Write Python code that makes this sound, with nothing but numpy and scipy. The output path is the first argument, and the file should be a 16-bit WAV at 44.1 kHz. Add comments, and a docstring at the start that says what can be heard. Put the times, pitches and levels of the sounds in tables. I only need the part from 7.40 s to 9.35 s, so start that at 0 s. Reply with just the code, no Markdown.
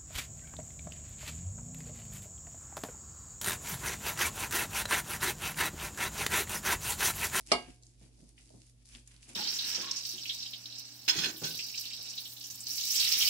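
"""In a small kitchen, a knife breaks through a toasted sandwich and knocks once on the plate,
which rings briefly on the stone counter: decaying sine modes and beating bands of noise.
The blade is then drawn slowly through the crust: grains over noise rasp, short bursts snap and tick,
and the plate takes soft bumps of low noise. A faint wavering hum of sines lies under it all,
with low thuds swelling at 52.6 Hz."""
import sys
import numpy as np
from scipy import signal
from scipy.io import wavfile
from scipy.ndimage import uniform_filter1d

SR = 44100
rng = np.random.default_rng(int(sys.argv[2]) if len(sys.argv) > 2 else 0)


def store_wav(level_fs):
    """Save 16-bit WAV to argv[1]."""
    pcm = np.round(np.clip(np.atleast_2d(level_fs), -1, 1) * 32767)
    wavfile.write(sys.argv[1], SR, pcm.T.astype(np.int16))


N = 85995
TIME = np.arange(N) / SR   # [s]


def from_db(db):
    """Logarithmic level: decibels to amplitude gain."""
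    return 10 ** (np.asarray(db) / 20)


def rms_one(x):
    """Normalisation: scale to rms 1."""
    return x / np.sqrt(np.mean(x ** 2) + 1e-20)


def at_hz(points, hz):
    """Spectral interpolation: read a table along logarithmic frequency."""
    table_hz, values = np.transpose(points)
    return np.interp(np.log(hz), np.log(table_hz), values)


def in_time(rows):
    """Envelope interpolation: each column of a curve at every sample."""
    times, *columns = np.transpose(rows)
    return [np.interp(TIME, times, column) for column in columns]


def filtered(order, hz, kind, x):
    """Linear filtering: a Butterworth filter."""
    sos = signal.butter(order, hz, kind, fs=SR, output="sos")
    return signal.sosfilt(sos, x + 1e-18)   # the tiny offset keeps silence from slowing the filter


def panned(pan_db):
    """Interchannel level difference: left and right gains; positive is louder on the left."""
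    return from_db(np.array([[.5], [-.5]]) * pan_db)


# Pan of the crunch and clatter: (frequency [Hz], left minus right [dB])
CRUNCH_PAN = [(500, 2.5), (2500, -1.5), (5500, -3), (9000, 5)]


def panned_at(hz):
    """Frequency-dependent level difference between left and right."""
    return panned(at_hz(CRUNCH_PAN, hz))


# Likeness of left and right: (frequency [Hz], correlation [0 to 1])
LIKENESS = [(60, 0.71), (170, .93), (350, 0.32), (700, 0.62), (1500, 0), (4000, 0.047), (10000, 0.021)]


def likeness(hz):
    """Interchannel correlation at a frequency."""
    return at_hz(LIKENESS, hz)


def widened(mid, side, hz):
    """Mid-side synthesis: independent mid and side give the correlation of this frequency."""
    alike = likeness(hz)
    return np.sqrt(1 + alike) * mid + np.sqrt(1 - alike) * side * [[1], [-1]]


def decay(start, t60):
    """Exponential damping: sudden start, then a fall of 60 dB every t60."""
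    return (TIME >= start) * from_db(-60 * np.clip((TIME - start) / t60, 0, 4))


def ring(start, hz, t60):
    """Free vibration: one damped sine mode of height 1."""
    return decay(start, t60) * np.sin(2 * np.pi * hz * (TIME - start))


EDGES = 22 * 2 ** (np.arange(29) / 3)   # third-octave band edges [Hz]


def bands(sources, spectrum):
    """Subband synthesis: coloured stereo third-octaves as (Hz, sound), together rms 1."""
    out = []
    for k, (low, high) in enumerate(zip(EDGES, EDGES[1:])):
        # neighbouring bands use alternate sources
        mid, side = filtered(2, [low, high], "band", sources[k % 2])
        hz = np.sqrt(low * high)
        bass_fall = min(1, hz / spectrum[0][0]) ** 4   # below the first table frequency
        gain = from_db(at_hz(spectrum, hz)) * bass_fall
        out.append((hz, gain * widened(mid, side, hz)))
    size = np.std(sum(band for _, band in out))
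    return [(hz, band / size) for hz, band in out]


def noise(spectrum):
    """Random excitation: coloured stereo noise of rms 1."""
    return sum(band for _, band in bands(rng.standard_normal((2, 2, N)), spectrum))


def cluster(low, high):
    """High modal density: band noise stands for many close modes beating at an even level; rms 1."""
    mid, side = filtered(4, [low, high], "band", rng.standard_normal((2, N)))
    x = widened(mid, side, low)
    running_power = uniform_filter1d(np.mean(x ** 2, axis=0), size=700)
    return x / np.sqrt(running_power + 1e-12)


def burst(start, hz, t60, span):
    """Band-limited excitation: a dying spray of noise around one pitch; starts near rms 1."""
    low, high = hz / span, min(hz * span, 16000)
    bandwidth_gain = np.sqrt(SR / 2 / (high - low))
    spray = decay(start, t60) * rng.standard_normal((2, N))
    return bandwidth_gain * filtered(3, [low, high], "band", spray)


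KNOCK_S, KNOCK_LOW_HZ = .1173, 180   # the blade meets the plate; low cut of the knock
PLATE_DB, CLATTER_DB, CRACK_DB, CRACK_T60_S = -1.5, -0.5, 0, 0.018
# The contact itself: (delay [s], pitch [Hz], level [dB], t60 [s], pan [dB], right-channel lag [s])
CONTACT = [(0.0032, 690, -9.5, 0.01, -1, 0.0004), (0.0055, 5300, -11, .007, 1.5, 0.00012),
           (0, 2000, -23, .006, -4, 0.00015), (0.0056, 8200, -25, 0.02, 1.5, 0.000034)]
# Modes of plate and blade: (frequency [Hz], level before PLATE_DB [dB], t60 [s], pan [dB])
PLATE = [(248, -31, 0.24, -1), (346.4, -38, 0.23, -6.5), (381, -39.5, 0.28, -2.5), (428.4, -29, .16, -4.5),
         (543, -29, .15, -1), (638.5, -29.5, .15, 1), (693.8, -27.5, 0.2, -3), (723, -39.5, 0.43, 3.5),
         (775, -34, .15, 5), (846.5, -35, 0.25, 3), (1104, -37, 0.17, -2.5), (1260, -31, 0.14, -12),
         (1268, -37, 0.24, 3), (1620, -44, 0.38, -6), (2176, -29, .2, 5.5), (2220, -45, 0.41, 4.5),
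         (2354, -35.5, .17, -0.5), (2845, -36, .27, -19.5), (3335, -44.5, 0.16, 5.5),
         (3640, -39, 0.19, 2.5), (4715, -36, .17, -8.5), (5357, -35.5, .14, -14), (6000, -41.5, 0.14, 6),
         (6605, -48.5, 0.17, -1.5), (7264, -39, 0.15, -7), (8290, -37, 0.14, -4.5),
         (9076, -38.5, 0.13, 4.5), (10251, -47.5, 0.13, 12)]
# Clusters of close modes in plate and counter:
# (low edge [Hz], high edge [Hz], level before the clatter and crack gains [dB], t60 [s])
CLATTER = [(145, 400, -37.5, .24), (330, 600, -29, 0.21), (611, 920, -31, 0.19), (920, 1310, -31.5, 0.21),
           (1240, 2200, -41.5, .19), (1988, 2380, -29.5, .18), (3070, 3750, -34.5, .18),
           (4000, 4500, -32, .15), (4500, 4850, -32, 0.21), (5224, 5500, -34.5, 0.12),
           (5492, 6100, -39.5, 0.098), (6524, 8200, -40.5, .15), (8600, 10700, -40.5, 0.2)]


def knock():
    """Modal synthesis of an impact: hard contact, ringing modes and a dense, quickly dying clatter."""
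    out = np.zeros((2, N))
    for delay, hz, db, t60, pan_db, lag in CONTACT:
        pair = [ring(KNOCK_S + delay + d, hz, t60) for d in (0, lag)]
        out += from_db(db) * panned(pan_db) * pair
    for hz, db, t60, pan_db in PLATE:
        arrival = rng.uniform(0, 1) / hz   # within one period
        lag = rng.uniform(0.15, 0.27) * (1 - likeness(hz)) / hz
        pair = [ring(KNOCK_S + arrival + d, hz, t60) for d in (0, lag)]
        out += from_db(db + PLATE_DB) * panned(pan_db) * pair
    for low, high, db, t60 in CLATTER:
        slow_fall = from_db(CLATTER_DB) * decay(KNOCK_S, t60)
        crack = from_db(CRACK_DB) * decay(KNOCK_S, CRACK_T60_S)
        out += from_db(db) * (slow_fall + crack) * cluster(low, high) * panned_at(low)
    return filtered(3, KNOCK_LOW_HZ, "high", out)


GRAINS_PER_S, GRAIN_SPREAD_DB = 1500, 3.5


def crunch(spectrum, grain_db, rasp_db):
    """Random fracture: tiny clicks of very uneven size over the smooth rasp of the blade."""
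    sizes = from_db(GRAIN_SPREAD_DB * np.minimum(rng.exponential(1, N), 4))
    happens = rng.random(N) < GRAINS_PER_S / SR
    clicks = sizes * happens * rng.standard_normal((2, 2, N))
    rasp = rng.standard_normal((2, 2, N))
    source = from_db(grain_db) * rms_one(clicks) + from_db(rasp_db) * rasp
    return np.std(source) * sum(band * panned_at(hz) for hz, band in bands(source, spectrum))


CRISP_DB, CRISP_RASP_DB = -2.5, -4     # grains and rasp of the treble
CRUMB_DB, CRUMB_RASP_DB = -2.5, -5.5   # grains and rasp of the middle
# Pressure of the cut, as crunch: (time [s], treble gain [dB], middle gain [dB])
CUT_IN = [(0.0, -74.5, -77.5), (0.008, -60, -73.5), (0.046, -74.5, -81), (0.068, -59, -67.5),
          (0.108, -54.5, -54), (0.112, -55, -49)]
DRAW = [(0.26, -65, -64.5), (0.302, -62.5, -62), (0.41, -79, -100), (0.43, -65.5, -82), (0.572, -76, -84),
        (0.624, -63.5, -70.5), (0.674, -68.5, -75), (0.706, -76.5, -82), (0.798, -66.5, -77),
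        (0.87, -71, -83.5), (0.89, -65, -74.5), (0.946, -79, -96), (0.986, -63, -68), (1.054, -67, -78.5),
        (1.294, -66.5, -79.5), (1.34, -81.5, -91.5), (1.432, -72, -73.5), (1.44, -87, -86)]
LAST_CRUST = [(1.44, -80, -98), (1.454, -63.5, -81.5), (1.54, -57.5, -59), (1.552, -56.5, -56.5),
              (1.65, -79, -97.5), (1.678, -58.5, -64), (1.69, -71, -70), (1.722, -63.5, -67),
              (1.806, -73.5, -71.5), (1.828, -57.5, -68.5), (1.872, -64.5, -68.5), (1.89, -55.5, -56.5),
              (1.95, -63, -67)]
# Colours of the treble and middle crunch: (frequency [Hz], relative density [dB per Hz])
CRISP = [(2060, -37.5), (3500, -6.5), (4060, -5.5), (4410, -1.5), (5480, -0.5), (9270, -3.5), (10800, -1.5),
         (12000, -21.5), (15600, -54), (22000, -120)]
CRUMB = [(400, -17), (900, -11.5), (1600, -7), (2500, -1), (3500, -5), (5000, -16), (8000, -41)]


def cutting():
    """Amplitude modulation: the crunch follows the pressure on the knife."""
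    treble_db, middle_db = in_time(list(CUT_IN) + list(DRAW) + list(LAST_CRUST))
    treble = from_db(treble_db) * crunch(CRISP, CRISP_DB, CRISP_RASP_DB)
    middle = from_db(middle_db) * crunch(CRUMB, CRUMB_DB, CRUMB_RASP_DB)
    return treble + middle


SNAP_DB, SNAP_CYCLES = -0.5, 5   # the ring falls 60 dB in this many cycles
SPLINTER_DB, SPLINTER_T60_S = -9, .009
SNAP_SPAN = 1.8   # splinters reach this ratio above and below the pitch, at most to 16 kHz
# Single pieces of crust: (time [s], level before ring and splinter gains [dB], pitch [Hz], pan [dB])
SNAPS = [(0.0084, -38, 7500, -4.5), (0.0655, -38.5, 6700, -4.5), (0.0724, -33, 6900, 2),
         (0.8055, -46.5, 7060, 3), (0.8916, -40.5, 9100, 5), (1.058, -46.5, 6220, 1.0),
         (1.0917, -44.5, 5250, 4), (1.2181, -43.5, 4670, -4.5), (1.2974, -45, 8870, -5),
         (1.4562, -40.5, 7140, 5), (1.4743, -50.5, 9040, -1), (1.4891, -37.5, 8930, 7.5),
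         (1.5264, -60, 9410, -0.5), (1.5496, -43.5, 4000, -12), (1.5579, -45, 2740, 19),
         (1.5613, -44, 2160, -1), (1.5837, -45.5, 2720, 4), (1.6755, -58, 10000, -16),
         (1.7142, -49.5, 2400, -8), (1.7641, -42.5, 4890, -3), (1.8094, -46.5, 9010, 0.5),
         (1.8262, -50, 8810, 6), (1.8295, -43, 2710, -3), (1.8425, -60, 8490, 12),
         (1.8804, -48.5, 10400, -7), (1.8905, -44, 8500, -17), (1.8964, -37, 9660, -9),
         (1.8995, -49, 2330, 7), (1.9335, -35, 9050, 2)]


def snaps():
    """Brittle fracture: each snap is a ring of a few cycles with a short spray of splinters."""
    out = np.zeros((2, N))
    for s, db, hz, pan_db in SNAPS:
        delays = rng.uniform(0, 0.27, 2) / hz   # left and right differ by part of a period
        ping = np.array([ring(s + d, hz, SNAP_CYCLES / hz) for d in delays])
        splinters = burst(s, hz, SPLINTER_T60_S, SNAP_SPAN)
        snap = from_db(SNAP_DB) * ping + from_db(SPLINTER_DB) * splinters
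        out += from_db(db) * panned(pan_db) * snap
    return filtered(2, 1800, "high", out)


# The blade catches and slips: (time [s], pitch [Hz], starting level [dB], t60 [s])
TICKS = [(0.425, 5600, -53.5, 0.015), (0.4339, 5330, -50, 0.016), (0.467, 6100, -52, 0.017),
         (.978, 2520, -55.5, 0.052), (1.104, 530, -53, 0.027), (1.266, 7900, -54.5, 0.014),
         (1.55, 3400, -38, .007), (1.675, 8700, -44.5, 0.016), (1.891, 8000, -47, .02)]


def ticks():
    """Stick-slip: the blade slips and catches in short bursts nearly an octave wide."""
    return sum(from_db(db) * burst(s, hz, t60, span=1.35) for s, hz, db, t60 in TICKS)


RUB_DB, BUMP_RISE_S = -0.5, 0.0037   # the rise is a time constant
BUMP_RING_DB, BUMP_RING_HZ, BUMP_RING_T60_S = -4, 245.5, 0.28
# Rubbing on the plate, as the blade sinks in and afterwards: (time [s], level before RUB_DB [dB])
RUB_IN = [(0.0, -59), (0.032, -74.5), (0.044, -84), (0.05, -74.5), (0.106, -58)]
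RUB = [(0.24, -60), (0.262, -74), (0.286, -53), (0.34, -70), (0.596, -76.5), (0.62, -63), (0.74, -73.5),
       (0.84, -65.5), (0.872, -73.5), (1.124, -71), (1.14, -59.5), (1.286, -80.5), (1.526, -77.5),
       (1.572, -64.5), (1.644, -79.5), (1.864, -72), (1.896, -57.5), (1.95, -62.5)]
# Colours of the rubbing and of the bumps: (frequency [Hz], relative level [dB])
RUB_COLOUR = [(120, -12.5), (190, -9.5), (260, 4.5), (340, -2), (450, -12), (800, -15), (1200, -29.5),
              (4000, -54)]
BUMP = [(60, -4), (140, 7), (250, -1.5), (400, -7.5), (800, -18), (1500, -73)]
# Soft bumps of the plate: (time [s], level of thud and ring before rise and ring gains [dB], thud t60 [s])
BUMPS = [(.275, -54, 0.26), (0.61, -54, 0.22), (0.786, -57, 0.14), (0.821, -57, 0.22), (1.139, -52.5, 0.21),
         (1.547, -53.5, 0.074), (1.879, -51.5, 0.083)]


def plate_handling():
    """Soft excitation: rubbing and bumps pass through the bread and stir a low mode of the plate."""
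    rub_db, = in_time(list(RUB_IN) + list(RUB))
    out = from_db(rub_db + RUB_DB) * noise(RUB_COLOUR)
    thud = noise(BUMP)
    for s, db, t60 in BUMPS:
        rise = 1 - np.exp(-np.maximum(TIME - s, 0) / BUMP_RISE_S)
        mode = from_db(BUMP_RING_DB) * ring(s, BUMP_RING_HZ, BUMP_RING_T60_S)
        out += from_db(db) * rise * (thud * decay(s, t60) + mode)
    return out


ROOM_DB, ROOM_T60_S = -5.5, 0.36
# Colour of the reverberation: (frequency [Hz], relative level [dB])
ROOM = [(200, 0), (3000, -2.6), (11000, 1)]


def kitchen(x):
    """Diffuse reverberation: convolution with a short decaying noise tail."""
    tail = noise(ROOM) * decay(0.0056, ROOM_T60_S)   # starts after a short gap [s]
    tail = tail / np.sqrt(np.sum(tail ** 2))
    return from_db(ROOM_DB) * signal.fftconvolve(x, tail, axes=1)[:, :N]


FLOOR_DB, HUM_WAVER_DB, LOW_THUD_HZ = -69, 1.5, 52.6
# Low thuds swell and die over a faint tone of the same pitch: (time [s], rms level before panning [dB])
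LOW_THUDS = [(0, -61), (.1, -62.5), (.16, -51.5), (.22, -72), (.31, -55), (.37, -69.5), (.5, -66.5),
             (.61, -61.5), (.68, -64.5), (.82, -65), (.9, -58.5), (.97, -67), (1.2, -65.5), (1.48, -65),
             (1.55, -57), (1.65, -64.5), (1.95, -70)]
# Hum lines: (frequency [Hz], rms level before wavering [dB])
HUM = [(120, -66), (241, -79)]
# Colour of the room air: (frequency [Hz], relative level [dB])
FLOOR = [(30, -8), (50, 3), (85, -2), (200, -11.5), (400, -16.5), (1000, -34.5), (4000, -26.5),
         (11000, -28)]


def background():
    """Noise and modulated pure tones: the air of the room, low thuds and a wavering hum."""
    air = from_db(FLOOR_DB) * noise(FLOOR)
    thud_db, = in_time(LOW_THUDS)
    low_thuds = np.sqrt(2) * from_db(thud_db) * np.sin(2 * np.pi * LOW_THUD_HZ * TIME)
    out = air + low_thuds * panned(pan_db=-4.5)
    for hz, db in HUM:
        waver = np.interp(TIME, np.linspace(0, TIME[-1], 20), rng.standard_normal(20))
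        tone = np.sin(2 * np.pi * (hz * TIME + rng.random()))
        out = out + np.sqrt(2) * from_db(db + HUM_WAVER_DB * waver) * tone
    return out


def scene():
    """Superposition: knock, cutting and handling over the background; the crust also reverberates."""
    crust = cutting() + snaps() + ticks()
    return knock() + crust + kitchen(crust) + plate_handling() + background()


TREBLE_EDGE_HZ, CUTOFF_HZ = 10660, 11900


def record(dry):
    """Low-pass filtering: the treble rolls off and the top is cut steeply."""
    soft = signal.sosfilt(signal.butter(8, TREBLE_EDGE_HZ, fs=SR, output="sos"), dry)
    steep = signal.ellip(10, .3, 70, CUTOFF_HZ, fs=SR, output="sos")   # ripple and stopband [dB]
    return signal.sosfilt(steep, soft)


dry = scene()
out = record(dry)
store_wav(out)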